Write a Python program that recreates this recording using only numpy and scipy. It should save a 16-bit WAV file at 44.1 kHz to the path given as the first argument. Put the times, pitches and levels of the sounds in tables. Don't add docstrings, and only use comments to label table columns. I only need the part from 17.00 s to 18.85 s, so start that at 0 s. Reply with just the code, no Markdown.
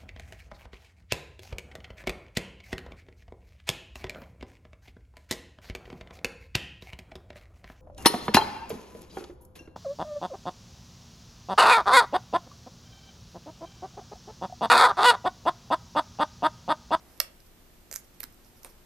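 import sys
import numpy as np
from scipy import signal
from scipy.fft import rfft, irfft
from scipy.io import wavfile

SR = 44100
rng = np.random.default_rng(int(sys.argv[2]) if len(sys.argv) > 2 else 0)


def gain_from_db(level_db):
    decades = np.asarray(level_db, float) / 20
    return 10 ** decades


def pcm_store(signal):
    levels = np.round(np.clip(np.atleast_2d(signal), -1, 1) * 32767)
    wavfile.write(sys.argv[1], SR, levels.astype(np.int16).T)


N = 81585


def read(points, hz):
    f, value = np.transpose(points)
    return np.interp(np.log(hz + 1), np.log(f + 1), value)


def evened(x):
    return x / np.sqrt(np.mean(x ** 2) + 1e-20)


def add(mix, start_s, sound):
    part = mix[int(start_s * SR):][:len(sound)]
    part += sound[:len(part)]


def stroke(spans):
    t = np.arange(N) / SR
    level = np.zeros(N)
    for start_s, length_s, db in spans:
        progress = np.clip((t - start_s) / length_s, 0, 1)
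        level += gain_from_db(db) * np.sin(np.pi * progress ** 0.55)
    return level


def ring(hz, width_hz, late_samples=0.):
    u = np.maximum(np.arange(900) - late_samples, 0) / SR * 2 * np.pi
    envelope = (u * width_hz / 2) ** 2 * np.exp(2 - u * width_hz)
    return envelope * np.sin(u * hz)


def knock(mix, peak_s, db, hz, width_hz):
    start_s = peak_s - 1 / (np.pi * width_hz)
    late_samples = start_s * SR % 1
    add(mix, start_s, gain_from_db(db) * ring(hz, width_hz, late_samples))


def port_noise(hz):
    # (frequency [Hz], left-right likeness [0-1])
    likeness = [(60, 0.96), (180, 0.53), (540, 0.43), (1620, 0.21), (4840, 0.078), (14500, 0.05)]
    # (frequency [Hz], left minus right [dB])
    balance = [(60, 2), (240, -1), (930, 0.5), (3680, 0.0), (14500, -4.5)]
    a, b = rfft(rng.standard_normal((2, N)))
    same = np.clip(read(likeness, hz), 0, 1)
    tilt = gain_from_db(read(balance, hz) / 2)
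    return np.array([a * tilt, (same * a + np.sqrt(1 - same ** 2) * b) / tilt])


def hiss(noise, hz):
    # (frequency [Hz], level [dB per Hz])
    colour = [(12, -21), (22, 1), (45, -11.5), (110, -14.5), (240, -17), (500, -22.5), (1300, -28),
              (14200, -37)]
    level_db = -56.5
    return gain_from_db(level_db) * evened(irfft(noise * gain_from_db(read(colour, hz)), N))


def whine(noise, hz):
    # (frequency [Hz], width [Hz], level [dB])
    bands = [(12380, 240, -81), (13050, 170, -80), (13800, 220, -79)]
    out = np.zeros((2, N))
    for centre_hz, width_hz, db in bands:
        resonance = 1 / (1 + ((hz - centre_hz) / width_hz * 2) ** 2)
        out += gain_from_db(db) * evened(irfft(noise * resonance, N))
    return out


def hum():
    # (frequency [Hz], level [dB rms])
    tones = [
        (60, -68.5),
        (238, -75),
        (357, -72),
    ]
    t = np.arange(N) / SR
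    out = np.zeros(N)
    for hz, db in tones:
        out += gain_from_db(db + 2.5) * np.sin(2 * np.pi * (hz * t + rng.random()))
    return out


def air():
    hz = np.fft.rfftfreq(N, 1 / SR)
    noise = port_noise(hz)
    return hiss(noise, hz) + whine(noise, hz) + hum()


def room(x):
    # (frequency [Hz], T60 [s])
    decay = [(300, 0.47), (1200, 0.33), (3000, 0.29), (6000, 0.2), (12000, 0.16)]
    # (frequency [Hz], level [dB])
    colour = [(300, 5), (1600, 0.5), (3000, 3.5), (5000, -5.5), (8500, 3.5), (13000, -6.5)]
    level_db, left_db, start_s = -13, -2, 0.004
    length, spacing = SR // 2, 14
    taps = np.zeros((2, length))
    at = np.arange(0, length - 20, spacing)
    at = at + rng.integers(0, spacing, (2, len(at)))
    np.put_along_axis(taps, at, rng.choice([-1., 1.], at.shape), 1)
    hz, t, z = signal.stft(taps, SR, nperseg=128)
    fade_db = read(colour, hz)[:, None] - 60 * t / read(decay, hz)[:, None]
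    tail = signal.istft(z * gain_from_db(fade_db), SR, nperseg=128)[1]
    tail = tail / np.linalg.norm(tail[0])
    tail = np.pad(tail, ((0, 0), (round(start_s * SR), 0)))
    gain = gain_from_db(np.array([[level_db + left_db], [level_db]]))
    return signal.fftconvolve(x[None], tail, axes=1)[:, :N] * gain


def nearby(x):
    # (delay [s], level [dB], dulled above [Hz])
    bounces = [(.0013, -20.5, 9000), (.0027, -34, 7600), (0.0108, -17, 9400), (.0160, -16, 4000)]
    # (frequency [Hz], left minus right [dB])
    shadow = [(300, 0), (1300, -1.3), (2400, -2), (4300, -6), (7900, -8), (11000, -13), (14500, -14)]
    left_lag_s = 1 / SR
    hz = np.fft.rfftfreq(N, 1 / SR)
    path = np.ones(len(hz), complex)
    for delay_s, db, dull_hz in bounces:
        path += gain_from_db(db) * np.exp(-2j * np.pi * hz * delay_s) / (1 + 1j * hz / dull_hz) ** 2
    left = gain_from_db(read(shadow, hz)) * np.exp(-2j * np.pi * hz * left_lag_s)
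    return irfft(rfft(x) * path * np.array([left, np.ones(len(hz))]), N)


def brushing():
    # (start [s], length [s], level [dB])
    moves = [(-0.024, 0.33, -62), (1.58, 0.26, -66), (1.15, .15, -71), (1.646, 0.039, -52.5),
             (1.35, 0.29, -72)]
    # (frequency [Hz], level [dB])
    cloth = [(100, -20), (200, -0.5), (700, 0), (1400, -7.5), (3000, -15), (14000, -20)]
    hz = np.fft.rfftfreq(N, 1 / SR)
    noise = rng.standard_normal((3, N))
    ports = noise[:2] * 0.26 + noise[2]
    return stroke(moves) * evened(irfft(rfft(ports) * gain_from_db(read(cloth, hz)), N))


def crackle(spans, colour):
    cracks_per_s, spread_db = 7000, 2.5
    out = np.zeros(N)
    for hz, width_hz, db in colour:
        size_db = spread_db * np.minimum(rng.exponential(1, N), 3)
        size = gain_from_db(size_db) * rng.choice([-1., 1.], N)
        cracks = size * (rng.random(N) < cracks_per_s / SR)
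        out += gain_from_db(db) * evened(signal.oaconvolve(cracks, ring(hz, width_hz))[:N])
    return out * stroke(spans)


def sliding():
    # (start [s], length [s], level [dB])
    rubs = [(.08, 0.14, -67), (.40, 0.018, -65), (.46, .02, -64), (1.04, 0.019, -62.5), (1.14, .015, -65),
            (1.32, 0.031, -67), (1.44, 0.083, -65), (1.555, 0.054, -65), (1.633, 0.047, -60),
            (1.69, 0.031, -59)]
    # (frequency [Hz], width [Hz], level [dB])
    skin = [(5400, 960, -2.5), (9400, 1600, -7.5), (11450, 930, 1), (13500, 1300, -2)]
    return crackle(rubs, skin)


def peeling():
    # (start [s], length [s], level [dB])
    peels = [(.916, .03, -56.5), (.934, 0.014, -48), (.950, 0.02, -48.5), (.961, 0.055, -58),
             (1.200, 0.038, -59), (1.230, 0.014, -46.5), (1.646, 0.05, -65)]
    # (frequency [Hz], width [Hz], level [dB])
    fibres = [(1900, 1200, -9), (5600, 1600, -3), (7800, 670, -21), (10800, 930, 0), (12440, 3800, 8)]
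    return crackle(peels, fibres)


def pushes():
    # (time [s], level [dB], frequency [Hz], width [Hz])
    bends = [(.2024, -24.5, 1338, 328), (.2034, -23.5, 1990, 487), (.2030, -20.5, 3600, 605),
             (0.2054, -23, 1900, 592), (.2036, -32.5, 609, 116.8), (.2040, -25, 2730, 455),
             (0.9138, -36, 1900, 905), (.9155, -44, 575, 170), (0.927, -36.5, 1970, 790),
             (.9270, -43.5, 517, 252), (.9410, -37, 1900, 815), (.9607, -34, 1800, 820),
             (1.2059, -36.5, 2270, 568), (1.2050, -45, 510, 240), (1.2329, -32, 1650, 600),
             (1.2335, -64, 610, 248), (1.2400, -36, 1390, 720), (1.243, -43, 239, 90),
             (1.6489, -36, 2340, 710), (1.6480, -40.5, 980, 400), (1.6480, -45, 340, 200)]
    out = np.zeros(N)
    for row in bends:
        knock(out, *row)
    return out


def snaps():
    # (time [s], ring level [dB], ring frequency [Hz], edge level [dB])
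    breaks = [(0.2019, -6.5, 5280, -43), (0.2015, -16, 8960, -2), (0.203, -8.5, 4640, -16),
              (.20461, -12, 5240, -27), (0.4037, -43, 5000, -56), (.9140, -23, 6500, -27),
              (0.927, -24, 7800, -23), (.9275, -26.5, 5480, -34), (.9284, -34, 7560, -36),
              (0.941, -23.5, 7040, -23.5), (.9552, -29, 7800, -31), (0.958, -43, 7500, -30),
              (0.9604, -16, 6480, -15.5), (0.9671, -32, 7000, -31), (.9512, -44, 7960, -40),
              (1.202, -39, 5000, -36), (1.2048, -34, 4340, -17.5), (1.2325, -32, 5800, -23),
              (1.2322, -40, 4540, -32), (1.2388, -30.5, 4520, -38), (1.2398, -32, 4450, -31),
              (1.2398, -30, 5000, -24), (1.3260, -54, 9000, -45), (1.3450, -50, 8500, -41.5),
              (1.4475, -44.5, 5600, -55), (1.6331, -38, 6300, -34.5), (1.6472, -26, 9100, -31),
              (1.6478, -35.5, 4000, -50), (.1770, -47, 6000, -40)]
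    ring_width_hz = 1175
    edge_hz, edge_width_hz = 12700, 1300
    splinter_db, splinter_s = -8.5, 0.0011
    decay = np.exp(-np.arange(400) / SR / splinter_s)
    out = np.zeros(N)
    for time_s, ring_db, hz, edge_db in breaks:
        knock(out, time_s, edge_db, edge_hz, edge_width_hz)
        knock(out, time_s, ring_db, hz, ring_width_hz)
        rough = np.diff(rng.standard_normal(401)) / 2
        size = 0.98 * gain_from_db(ring_db) + gain_from_db(edge_db)
        add(out, time_s, size * gain_from_db(splinter_db) * decay * rough)
    return out


def scene():
    low_cut = signal.butter(2, 300, "high", fs=SR, output="sos")
    paper = signal.sosfilt(low_cut, sliding() + peeling() + pushes() + snaps())
    return air() + room(paper) + nearby(paper) + brushing()


def low_pass(x):
    return signal.sosfilt(signal.butter(12, 15120, fs=SR, output="sos"), x)


def record(dry):
    top_hz, shelf_db, slope_db_per_khz = 14280, -30, -6
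    above_hz = np.fft.rfftfreq(N, 1 / SR) - top_hz
    shelf = shelf_db * np.clip(above_hz / 150, 0, 1)
    slope = slope_db_per_khz * np.maximum(above_hz, 0) / 1000
    mix = irfft(rfft(dry) * gain_from_db(shelf + slope), N)
    return low_pass(mix)


dry = scene()
out = record(dry)
pcm_store(out)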